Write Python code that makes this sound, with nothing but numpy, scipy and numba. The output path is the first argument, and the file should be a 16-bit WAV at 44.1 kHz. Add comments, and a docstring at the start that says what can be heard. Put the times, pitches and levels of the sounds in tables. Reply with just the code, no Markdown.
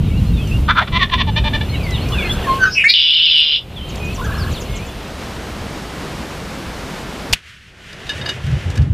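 """Wind rumbles and far songbirds whistle at the edge of a wood; a turkey gobbles, then a near blackbird sings and trills.
The sound fades to a second, hissier spot: a shot cracks, the background sinks and creeps back,
the gun's action clinks and the microphone is jostled. Backgrounds are filtered noise, birdsong is gliding sines,
the gobble and trill are pulse trains through resonances, the clinks are noise that excites damped modes."""
import sys
import numpy as np
from scipy import signal
from scipy.fft import rfft, irfft, next_fast_len
from scipy.io import wavfile
from scipy.ndimage import uniform_filter1d
from numba import njit

SR = 44100
rng = np.random.default_rng(int(sys.argv[2]) if len(sys.argv) > 2 else 0)


def generate_wav(signal):
    """Clip the signal to [-1, 1] and save it as 16-bit WAV at the path in sys.argv[1]."""
    frames = np.transpose(np.atleast_2d(signal))
    scaled = np.clip(frames, -1, 1) * 32767
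    pcm = np.round(scaled).astype(np.int16)
    wavfile.write(sys.argv[1], SR, pcm)


N = 393813

# Background of the first spot, sinking under the loud calls and creeping back.
# Each row: time in seconds, murmur level in dB, hiss level in dB.
WOOD = [(0.0, -37.5, -49.5), (0.6, -34, -44.5), (0.72, -38, -51), (1.23, -37, -52.5), (1.55, -33.5, -48),
        (2.12, -29.5, -43), (2.55, -27.5, -41), (2.87, -45, -52.5), (3.11, -50, -54.5), (3.6, -44.5, -55.5),
        (3.93, -33, -47.5), (4.2, -32, -43.5), (4.56, -31.5, -43.5), (5.1, -39, -53)]
# Spectrum of the low murmur at both spots. Each row: frequency in Hz, level in dB per Hz.
MURMUR_COLOUR = [(120, -55), (200, -6), (302, -6), (377, -2.5), (1460, -15.5), (2500, -31.5), (3250, -43),
                 (5500, -120)]


def from_db(db):
    """Decibels are logarithmic: 20 dB is a factor of ten in amplitude."""
    return 10 ** (np.asarray(db) / 20)


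def rms_one(x):
    """Normalization of the mean power: scale to rms 1."""
    return x / np.sqrt(np.mean(x ** 2) + 1e-20)


def span(rows):
    """Linear interpolation of breakpoints: first sample, columns per sample, short fade at both ends."""
    s, *columns = np.transpose(rows)
    start, stop = round(s[0] * SR), min(round(s[-1] * SR), N)
    t = np.arange(start, stop) / SR
    fade = np.clip(np.minimum(t - t[0], t[-1] - t) / 0.0013, 0, 1)
    return start, [np.interp(t, s, c) for c in columns], fade


def add(out, start, x):
    """Superposition: mix x into out from sample start on."""
    out[start:start + len(x)] += x[:N - start]


def drift(rate, size):
    """Band-limited random fluctuation: random knots, 2 * rate per second, joined by lines; rms 1."""
    knots = rng.standard_normal(int(size * 2 * rate / SR) + 2)
    return rms_one(np.interp(np.arange(size) * 2 * rate / SR, np.arange(len(knots)), knots))


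def coloured(spectrum, size, patchy_db):
    """Spectral shaping: white noise is weighted per frequency, then flickers slowly; rms 1."""
    hz, db = np.transpose(spectrum)
    padded = next_fast_len(size)
    grid = np.maximum(np.arange(padded // 2 + 1) * SR / padded, 1)
    gain = from_db(np.interp(np.log(grid), np.log(hz), db, left=-200, right=-200))
    noise = irfft(rfft(rng.standard_normal(padded)) * gain, padded)[:size]
    return rms_one(noise * from_db(patchy_db * drift(9, size)))


def bed(rows, *colours, patchy_db):
    """Stationary noise under a level envelope: one coloured noise for each level column."""
    out = np.zeros(N)
    start, levels, _ = span(rows)
    for db, colour in zip(levels, colours):
        add(out, start, from_db(db) * coloured(colour, len(db), patchy_db))
    return out


@njit
def resonate(x, hz, width, sr):
    """Second-order resonance of gain 1 whose centre may move; its bandwidth sets the damping."""
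    out, r = np.zeros(len(x)), np.exp(-np.pi * width / sr)
    for i in range(2, len(x)):
        drive = (1 - r * r) / 2 * (x[i] - x[i - 2])
        out[i] = drive + 2 * r * np.cos(2 * np.pi * hz[i] / sr) * out[i - 1] - r * r * out[i - 2]
    return out


def modes(x, table, order=1):
    """Modal superposition: parallel resonances of alternating sign; order 2 darkens the valleys."""
    out = 0
    for k, (hz, width, db) in enumerate(table):
        r, ring = np.exp(-np.pi * width / SR), x
        feedforward = [(1 - r * r) / 2, 0, (r * r - 1) / 2]
        feedback = [1, -2 * r * np.cos(2 * np.pi * hz / SR), r * r]
        for _ in range(order):
            ring = signal.lfilter(feedforward, feedback, ring)
        out = out + (-1) ** k * from_db(db) * ring
    return out


def pulses(per_s, rough, weak):
    """Period-doubled excitation: jittered strong-weak pulses plus breath noise that throbs with them."""
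    size = len(per_s)
    cycles = np.cumsum(per_s * (1 + .12 * rough * drift(120, size))) / SR
    at = np.flatnonzero(np.diff(np.floor(cycles))) + 1
    shimmer = from_db(2.2 * rough[at] * rng.standard_normal(len(at)))
    train = np.zeros(size)
    train[at] = np.where(np.arange(len(at)) % 2, weak, 1) * shimmer
    breath = rng.standard_normal(size) * np.exp(-3 * (cycles % 1))
    return np.sqrt(1 - rough ** 2) * rms_one(train) + rough * rms_one(breath)


def evened(x, seconds):
    """Short-time power normalization: level held near rms 1."""
    return x / np.sqrt(uniform_filter1d(x ** 2, round(seconds * SR)) + 1e-12)


def sine(hz):
    """Phase is the running integral of frequency, so the pitch may glide."""
    return np.sin(np.cumsum(hz) * 2 * np.pi / SR)


def arch(s, top_s, end_s, db, onset_db, end_db, start_hz, top_hz, end_hz):
    """Note envelope: first sample, gliding pitch and gain with a rounded swell and fall in dB."""
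    start, (hz, away, drop_db), fade = span([
        (s, start_hz, 1, onset_db), (top_s, top_hz, 0, onset_db),
        (top_s + 1e-4, top_hz, 0, end_db), (end_s, end_hz, 1, end_db)])
    return start, hz, from_db(db - drop_db * away ** 1.2) * fade


def trees(x, wet_db):
    """Multiple scattering: trunks and leaves add a short, exponentially decaying noise tail."""
    t60_s = 0.15
    t = np.arange(round(.4 * SR)) / SR
    tail = rng.standard_normal(len(t)) * from_db(-60 * t / t60_s) * (t > .004)
    tail = tail / np.sqrt(np.sum(tail ** 2))
    return x + from_db(wet_db) * signal.fftconvolve(x, tail)[:N]


def crack(db, t60, hz):
    """Impulsive noise: a burst around a centre frequency swells within 3.1 ms and decays exponentially."""
    t = np.arange(round(.12 * SR)) / SR
    noise = rng.standard_normal(len(t))
    noise = rms_one(resonate(noise, np.full(len(t), hz * 1.), hz * 0.26, SR)) + 0.046 * noise
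    return from_db(db + 2 - 60 * t / t60) * np.minimum(t / 0.0031, 1) * noise


def following(offset_db, share, at_db):
    """Proportional level tracking: offset_db at murmur at_db, then share dB per dB of murmur."""
    return [(s, offset_db + share * (db - at_db)) for s, db, _ in WOOD]


def chorus_level():
    """Distant calls blend into a diffuse field: its level goes dB for dB with the murmur."""
    return following(-36, 1, at_db=-30.5)


def wood_background():
    """Diffuse sound of the first spot: murmur, hiss and a far blur of birds as shaped noise."""
    # Each row: frequency in Hz, level in dB per Hz.
    hiss_colour = [(2650, -34.5), (4500, 1), (6310, -4), (8520, -6), (15200, -7.5), (15900, -22)]
    chorus_colour = [(1060, -26), (1800, 1), (2820, 8), (3340, 5), (4300, -2), (4820, -14.5), (5200, -14),
                     (6760, -92), (11400, -120)]
    out = bed(WOOD, MURMUR_COLOUR, hiss_colour, patchy_db=.6)
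    return out + bed(chorus_level(), chorus_colour, patchy_db=1)


def second_background():
    """Diffuse sound of the second spot: shaped noise fades in; echoes and rustle follow the shot."""
    # Noise before the shot. Each row: time in seconds, level in dB.
    blind = [(4.5, -42), (5.2, -29), (7.33, -29)]
    # After the shot. Each row: time in seconds, echoes and rustle in dB, low murmur in dB.
    aftermath = [(7.345, -28.5, -48), (7.415, -46.5, -60), (7.495, -37, -62), (7.605, -49.5, -61.5),
                 (7.953, -38, -40.5), (8.213, -33, -34.5), (8.755, -37, -35), (8.93, -47.5, -44)]
    # Spectra. Each row: frequency in Hz, level in dB per Hz.
    blind_colour = [(88, -38), (150, -2), (1310, -13), (2350, -17), (2850, -18), (4740, -22.5),
                    (14400, -38.5), (15900, -57)]
    aftermath_colour = [(590, -52), (1000, -17), (1340, -5), (1480, -3.5), (1760, -1), (2330, -3.5),
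                        (2930, -2.5), (4010, -11.5), (6370, -17.5), (12300, -30.5), (15900, -46)]
    out = bed(blind, blind_colour, patchy_db=.5)
    return out + bed(aftermath, aftermath_colour, MURMUR_COLOUR, patchy_db=1.9)


def side_hiss():
    """Opposite polarity in the two channels: a patchy treble hiss, 1.8 dB per dB of murmur."""
    # Each row: frequency in Hz, level in dB per Hz.
    side_colour = [(2350, -47.5), (4000, -27), (5250, -3), (6270, -1), (12800, -1), (15900, -1.5)]
    hiss = bed(following(-47, 1.8, at_db=-31.5), side_colour, patchy_db=5.5)
    return hiss * np.array([[1], [-1]])


def wind():
    """Wind turbulence on the microphone: low-frequency noise whose level comes and goes."""
    # Each row: time in seconds, level in dB.
    gusts = [(0.0, -8.5), (0.02, -13.5), (0.34, -13), (0.5, -19.5), (0.54, -14.5), (0.86, -26),
             (0.92, -15.5), (1.1, -22), (1.53, -16.5), (1.89, -20.5), (1.91, -16), (2.28, -22), (2.52, -21),
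             (3.02, -44.5), (3.47, -42), (3.88, -27), (4.51, -19.5), (4.65, -28), (4.69, -21.5),
             (4.94, -31), (7.29, -33), (7.33, -17), (7.38, -51), (8.1, -36.5)]
    # Each row: frequency in Hz, level in dB per Hz.
    wind_colour = [(12, -58), (20, -8.5), (60, 2), (134, -4), (198, -7.5), (285, -18), (400, -28.5),
                   (520, -33), (880, -120)]
    return bed(gusts, wind_colour, patchy_db=0.9)


def jostle():
    """Structure-borne sound: bumps to the microphone give bursts of low-frequency noise."""
    # Each row: time in seconds, level in dB.
    bumps = [(8.05, -40), (8.102, -39), (8.208, -25), (8.304, -34), (8.53, -15), (8.566, -20.5),
             (8.59, -27), (8.65, -27), (8.678, -16.5), (8.758, -26), (8.792, -11), (8.876, -11.5),
             (8.93, -16)]
    # Each row: frequency in Hz, level in dB per Hz.
    jostle_colour = [(18, -45), (30, -27), (76, 4), (113, -4), (139, 1.5), (167, -7.5), (189, -15),
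                     (216, -15.5), (350, -34), (460, -67), (770, -120)]
    return bed(bumps, jostle_colour, patchy_db=0.0)


def twigs():
    """Impulsive excitation: faint dry ticks as brief noise bursts."""
    out = np.zeros(N)
    # Each row: start in seconds, level in dB.
    ticks = [(0.4727, -33), (1.9057, -27.5), (2.0856, -30.5), (3.9545, -28)]
    for s, db in ticks:
        add(out, round(s * SR), crack(db, 0.03, 5500))
    return out


def twitter():
    """Random superposition: many faint gliding chirps, tied to the level of the far blur of birds."""
    out = np.zeros(N)
    start, (db,), _ = span(chorus_level())
    for when, pitch, bend, length, faintness in rng.random((130, 5)):
        at, steps = int(when * len(db)), round((0.0188 + 0.039 * length) * SR)
        hz = 2400 + 2200 * pitch + 1600 * (bend - .6) * np.linspace(-.5, .5, steps)
        gain = from_db(db[at] + 1 - 9 * faintness)
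        add(out, start + at, gain * sine(hz) * np.hanning(steps))
    return out


def whistles():
    """Nearly pure tones: short gliding sines with a wobbling level."""
    out = np.zeros(N)
    # Each row: start in seconds, length in seconds, nominal peak rms in dB,
    # pitch in Hz at start, middle and end.
    whistle_rows = [(0.06, 0.048, -45, 2250, 2470, 2600), (0.138, 0.065, -38, 2580, 2830, 2780),
                    (0.1, 0.071, -43, 2250, 2265, 2279), (0.295, 0.068, -42, 2850, 2670, 2738),
                    (0.335, .2, -38, 3800, 3150, 2450), (0.38, 0.04, -35, 2440, 2580, 2610),
                    (0.512, 0.064, -31.5, 2600, 2800, 2820), (1.3, 0.15, -43, 3050, 2650, 2380),
                    (1.69, 0.026, -35.5, 4140, 4230, 4250), (1.72, 0.054, -36, 2200, 2250, 1610),
                    (1.74, 0.049, -38.5, 3800, 3900, 4200), (1.94, .035, -30, 3000, 2790, 2700),
                    (2.0, .05, -37, 3900, 4340, 4400), (1.735, 0.051, -32, 3080, 2740, 2650),
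                    (1.795, 0.17, -32.5, 2570, 2050, 1970), (1.83, 0.038, -39, 5100, 4440, 4360),
                    (1.92, 0.071, -30.5, 4060, 3630, 2810), (2.055, 0.056, -40, 2390, 2470, 2430),
                    (2.12, 0.029, -28, 3250, 3500, 3460), (2.12, .19, -28, 3010, 2245, 1990),
                    (2.185, 0.031, -27.5, 3660, 3430, 3400), (2.22, 0.062, -27, 2920, 2420, 2830),
                    (2.295, 0.031, -21.5, 3270, 3440, 3560), (2.44, .06, -31.5, 1900, 1700, 1470),
                    (3.76, .04, -35, 3630, 3300, 2970), (3.81, .05, -33, 3080, 3150, 3100),
                    (3.865, .06, -38.5, 3220, 3070, 3000), (4.0, 0.14, -33.5, 2490, 2476, 2660),
                    (4.381, 0.083, -35, 5530, 4510, 3480), (4.535, 0.053, -32, 4800, 3800, 3040),
                    (4.245, 0.027, -42, 3600, 3300, 3000), (4.68, .13, -40, 2165, 2170, 2150),
                    (4.73, .07, -42, 3600, 3100, 2530), (4.79, 0.076, -39, 2300, 2500, 2650),
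                    (4.8, .16, -47, 3350, 3410, 3620)]
    for s, length, db, *pitches in whistle_rows:
        # starts 4 dB and ends 7 dB under the peak
        start, hz, gain = arch(s, s + length / 2, s + length, db, 4, 7, *pitches)
        wobble = from_db(2.5 * drift(40, len(hz)))
        add(out, start, np.sqrt(2) * sine(hz) * wobble * gain)
    return out


def warbles():
    """Frequency modulation: a plain low note leaps up, then periodic dips in pitch deepen."""
    lead_s, leap_s, settle_s = 0.033, 0.0145, 0.079
    lead_start_hz, lead_end_hz, leap_hz, warble_hz = 1014, 1085, 1600, 1710
    dips_per_s, lead_db = 27, 3.5
    out = np.zeros(N)
    # Each row: start in seconds, length in seconds, level in dB, depth of the pitch dips in Hz.
    warble_rows = [(2.101, .33, -35.5, 401), (4.179, .32, -31, 608)]
    for s, length, db, depth_hz in warble_rows:
        leap = s + lead_s + leap_s
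        start, (hz, level, dip_hz), fade = span([
            (s, lead_start_hz, db - 1, 0), (s + lead_s, lead_end_hz, db + lead_db, 0),
            (leap, leap_hz, db, 100), (leap + settle_s, warble_hz, db, depth_hz),
            (s + length, warble_hz, db - 3, depth_hz)])
        dips = np.sin(np.arange(len(hz)) * dips_per_s * np.pi / SR) ** 4
        pitch = hz - dip_hz * dips + 60 * drift(80.1, len(hz))
        add(out, start, np.sqrt(2) * sine(pitch) * from_db(level) * fade)
    return out


def chips():
    """Downward chirp: a high pitch falls fast while random frequency modulation makes it hoarse."""
    length_s, start_hz, end_hz = 0.033, 7840, 5140
    out, size = np.zeros(N), round(length_s * SR)
    # Each row: start in seconds, peak amplitude in dB.
    chip_rows = [(3.884, -37.5), (3.96, -44), (4.04, -40), (4.139, -35), (4.234, -37), (4.51, -36),
                 (4.6, -33), (4.751, -33), (4.856, -41)]
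    for s, db in chip_rows:
        pitch = np.linspace(start_hz, end_hz, size) + 500 * drift(417, size)
        add(out, round(s * SR), from_db(db) * sine(pitch) * np.hanning(size) ** .5)
    return out


def songbirds():
    """Scattering in the wood: the far birds share one tail."""
    return trees(whistles() + warbles() + chips() + twitter(), wet_db=-6)


def blackbird_notes():
    """Phase modulation: a second voice flutters the first, giving side lines around gurgling notes."""
    out = np.zeros(N)
    # Each row: start, loudest moment and end in seconds, peak rms of the fundamental in dB,
    # start below the peak in dB, pitch in Hz at start, loudest and end,
    # flutter rate in Hz, flutter depth in rad, overtones in dB, hoarseness in rad.
    notes = [(2.469, 2.508, 2.595, -10.5, 12, 1080, 1058, 1087, 390, 0.027, -26, .03),
             (2.584, 2.641, 2.654, -7, 30, 1563, 1513, 1480, 328, .1, -23.5, 0.22),
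             (2.65, 2.656, 2.68, -6, 8, 1493, 1495, 1540, 332, 0.14, -29, 0.24),
             (2.663, 2.685, 2.76, -32, 6, 1630, 1620, 1676, 400, .1, -14, .1),
             (2.647, 2.679, 2.705, -25, 11, 1344, 1260, 1250, 406, .1, -12, .1),
             (2.7, 2.745, 2.785, -20.5, 20, 5120, 5290, 5280, 423, 0.8, -49, 0.36),
             (2.747, 2.782, 2.81, -9, 23, 2700, 2552, 2440, 300, 0.58, -38, 0.355),
             (2.795, 2.816, 2.85, -12.5, 4.7, 2460, 2550, 2410, 300, .48, -35, 1),
             (2.841, 2.865, 2.885, -6.5, 7.7, 2042, 2223, 2300, 425, .24, -33.5, 0.098),
             (2.872, 2.903, 2.94, -16.5, 3, 2266, 2393, 2490, 426, .6, -33, .12),
             (2.839, 2.843, 2.875, -11.5, 6.5, 1703, 1777, 1870, 425, .1, -26.5, 0.3),
             (2.876, 2.9, 2.94, -7, 29, 4236, 4224, 4420, 445, 1.27, -49, 0.37)]
    for s, top_s, end_s, db, onset_db, *pitches, flutter_hz, depth, over_db, hoarse in notes:
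        start, hz, gain = arch(s, top_s, end_s, db, onset_db, 19, *pitches)   # ends 19 dB down
        flutter = sine(flutter_hz * (1 + 0.041 * drift(60, len(hz))))
        phase = np.cumsum(hz) * 2 * np.pi / SR + depth * flutter + hoarse * drift(300, len(hz))
        overtones = np.sin(2 * phase) + np.sin(3 * phase) + np.sin(4 * phase)
        add(out, start, np.sqrt(2) * (np.sin(phase) + from_db(over_db) * overtones) * gain)
    return out


def blackbird_trill():
    """Source and filter: fast pulses buzz through beak resonances that wander and swell."""
    start_per_s, end_per_s, rough, weak = 324, 304, .35, .5   # pulse rates, roughness 0-1, weak share
    # Each row: time in seconds, level in dB.
    trill = [(2.935, -8.5), (2.945, -11.5), (3.07, -14), (3.396, -12), (3.48, -16), (3.56, -15), (3.6, -33)]
    # Each row: mean frequency in Hz, width in Hz, mean gain in dB.
    beak = [(2460, 180, -13.5), (2750, 94, -1.5), (3014, 108, 4), (3220, 150, -1.5), (3477, 150, 1.5),
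            (4110, 110, -10), (4680, 300, -13), (5000, 640, -17.5)]
    out = np.zeros(N)
    start, (db,), fade = span(trill)
    size = len(db)
    beats = pulses(np.linspace(start_per_s, end_per_s, size), np.full(size, rough), weak)
    shifting = 0
    for k, (hz, width, gain_db) in enumerate(beak):   # the beak moves each resonance on its own
        gain = (-1) ** k * from_db(gain_db + 1.5 * drift(20, size))
        centre = hz * (1 + .015 * drift(40, size))
        shifting = shifting + gain * resonate(beats, centre, width, SR)
    band = signal.butter(8, [2100, 5500], "band", fs=SR, output="sos")
    faint_lows = from_db(-35.5) * modes(beats, [(1420, 410, 0.008), (1920, 400, 0.0086)])
    buzz = signal.sosfilt(band, shifting) + faint_lows
    add(out, start, evened(buzz, 0.009) * from_db(db) * fade)
    return out


def blackbird():
    """Scattering in the wood: notes and trill share one tail."""
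    return trees(blackbird_notes() + blackbird_trill(), wet_db=-6.0)


def shot():
    """Impulsive noise: hammer and muzzle crack as two decaying bursts."""
    out = np.zeros(N)
    # Each row: start in seconds, level in dB, 60 dB decay time in seconds, centre in Hz.
    cracks = [(7.327, -3, 0.018, 4560), (7.331, 1, 0.034, 2600)]
    for s, db, t60, hz in cracks:
        add(out, round(s * SR), crack(db, t60, hz))
    return out


def gun_action():
    """Modal excitation: rattling metal contacts ring the action's modes, each in its own balance."""
    ring_limit_s = 0.069   # the grip damps the ringing
    # Each row: start in seconds, level in dB, time for the rattle to fall 20 dB in seconds,
    # ringing over the scrape in dB.
    clinks = [(7.927, -31, .017, 16), (8.066, -31.5, .026, 19), (8.091, -22, 0.038, 25),
              (8.212, -36.5, 0.018, 32), (8.256, -26.5, 0.038, 26), (8.2876, -19, 0.029, 25),
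              (8.464, -31, .02, 12), (8.513, -31, .022, 18), (8.7, -23, 0.022, 1), (8.754, -24, 0.03, 9),
              (8.774, -19.5, 0.012, 14), (8.817, -29, 0.018, 12)]
    # Each row: frequency in Hz, mean level in dB, undamped 60 dB decay time in seconds.
    action_modes = [(1695, 0.5, 0.064), (2905, 3.5, 0.09), (3700, -1, 0.055), (4750, -9, 0.019),
                    (5020, -11, 0.056), (6270, -16, 0.05)]
    out, t = np.zeros(N), np.arange(round(.2 * SR)) / SR
    wide = signal.butter(2, [900, 6000], "band", fs=SR, output="sos")
    for s, db, length, ring_db in clinks:
        uneven = from_db(2 * drift(300, len(t)))   # contacts come in clumps
        envelope = from_db(db - 20 * t / length) * np.minimum(t / .002, 1)
        touches = envelope * uneven * rng.standard_normal(len(t))
        struck = []
        for hz, mode_db, t60 in action_modes:
            width = np.log(1000) / np.pi / min(t60, ring_limit_s)   # bandwidth from decay time
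            struck.append((hz, width, mode_db + ring_db + 2 * rng.standard_normal()))
        scrape = signal.sosfilt(wide, touches)
        add(out, round(s * SR), modes(touches, struck) + scrape)
    return out


def turkey():
    """Source and filter: rough pulses excite a long throat whose lower resonances shift in each syllable."""
    # Each row: start, loudest moment and end in seconds, peak level in dB, onset below the peak in dB,
    # first and second throat resonance in Hz, share by which the first sinks after the peak,
    # second resonance in dB, upper throat in dB, pulses per second,
    # share by which pulses and second resonance start higher, weak pulse share, roughness 0-1.
    gobble = [(0.678, 0.712, 0.74, -9, 3, 890, 1400, 0, 14.5, -0.5, 324.5, -0.036, .87, 0.62),
              (0.747, 0.789, 0.835, -6.5, 16, 940, 1390, .05, 14, -2, 334, -.03, 1, 0.59),
              (0.804, 0.826, 0.855, -17.5, 3, 790, 1910, .1, -6, -11, 332.5, 0.014, 0.8, 0.57),
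              (0.866, 0.883, 0.905, -26, 1, 920, 1270, 0, 6, 2, 344, 0.0054, .87, 0.73),
              (0.917, 0.974, 0.99, -12, 13.3, 1100, 2000, -0.029, -5, -9, 339.7, -0.039, 0.72, .25),
              (0.984, 1.032, 1.065, -9, 14, 1130, 1850, 0.059, 3, -2, 360.6, 0.084, 0.72, 0.31),
              (1.09, 1.101, 1.11, -22, 1, 964, 1800, 0, 0, -4, 350, .01, .87, .3),
              (1.11, 1.141, 1.175, -9.5, 13.4, 1050, 1770, 0.066, -5, -5.5, 348.5, 0.0031, .9, 0.26),
              (1.172, 1.218, 1.235, -12.5, 11.5, 990, 1800, 0.077, -3, -3.5, 360.6, .04, 0.6, 0.3),
              (1.263, 1.295, 1.315, -19, 8.5, 870, 1740, 0.017, -13.5, -13, 590, .01, 0.25, .2),
              (1.355, 1.384, 1.415, -15.5, 1, 910, 1750, 0.043, -4.5, -4.5, 589, .02, 0.45, 0.26),
              (1.434, 1.483, 1.5, -17, 6.3, 870, 1740, -0.07, -8, -8.5, 596, -0.027, 0.36, 0.32),
              (1.527, 1.563, 1.58, -17.5, 1, 900, 1780, 0, -1.5, -6, 595, -0.013, 0.63, 0.25),
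              (1.604, 1.614, 1.65, -19.5, 1, 880, 1760, 0, -3, -5.5, 583, 0.0062, 0.58, 0.18)]
    # Each row: frequency in Hz, width of one pass in Hz, gain of the doubled filter in dB.
    upper_throat = [(653, 85, -8.5), (1925, 100, 0.5), (2340, 240, -4), (2960, 930, -4), (3553, 280, 2.5),
                    (4060, 550, -8.5), (4840, 230, -21), (5560, 890, -17)]
    first_width_hz, second_width_hz = 295, 350   # before the scaling by roughness
    onset_s, edge_db = 0.0099, 27.5   # quick onset, then a swell; both ends lie edge_db under the peak
    mouth = signal.butter(4, 5000, fs=SR, output="sos")   # little gets out above the throat
    out = np.zeros(N)
    for (s, top_s, end_s, db, onset_db, first_hz, second_hz, sink,
         second_db, upper_db, per_s, glide, weak, rough) in gobble:
        start, (level, gone, bend), fade = span([
            (s, db - edge_db, 0, 1 + glide),
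            (min(s + onset_s, top_s - .001), db - onset_db, 0, 1 + glide),
            (top_s, db, 0, 1), (end_s, db - edge_db, 1, 1 - glide / 2)])
        source = pulses(per_s * bend, np.full(len(level), rough), weak)
        first, second = source, source
        widening = .5 + 2 * rough ** 2   # rasping syllables ring broader
        for _ in range(2):   # twice through each resonance keeps the valleys dark
            first = resonate(first, first_hz * (1 - sink * gone), widening * first_width_hz, SR)
            second = resonate(second, second_hz * bend, widening * second_width_hz, SR)
        upper = modes(source, upper_throat, order=2)
        voice = first - from_db(second_db) * second + from_db(upper_db) * upper
        voice = signal.sosfilt(mouth, voice)
        add(out, start, evened(voice, 0.0033) * from_db(level) * fade)
    return trees(out, wet_db=-13.5)


def scene():
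    """Superposition: all sources in the middle, but for the treble hiss that differs between the ears."""
    mid = wood_background() + second_background() + wind() + jostle()
    mid = mid + twigs() + songbirds() + blackbird() + shot() + gun_action() + turkey()
    return mid + side_hiss()


def record(dry):
    """Soft saturation and band limiting: the highest peaks are rounded, the top is cut."""
    rounded = dry / (1 + np.abs(dry) ** 8) ** (1 / 8)
    cutoff_hz = 16100   # 70 dB down from here on
    return signal.sosfilt(signal.cheby2(12, 70, cutoff_hz, fs=SR, output="sos"), rounded)


dry = scene()
out = record(dry)
generate_wav(out)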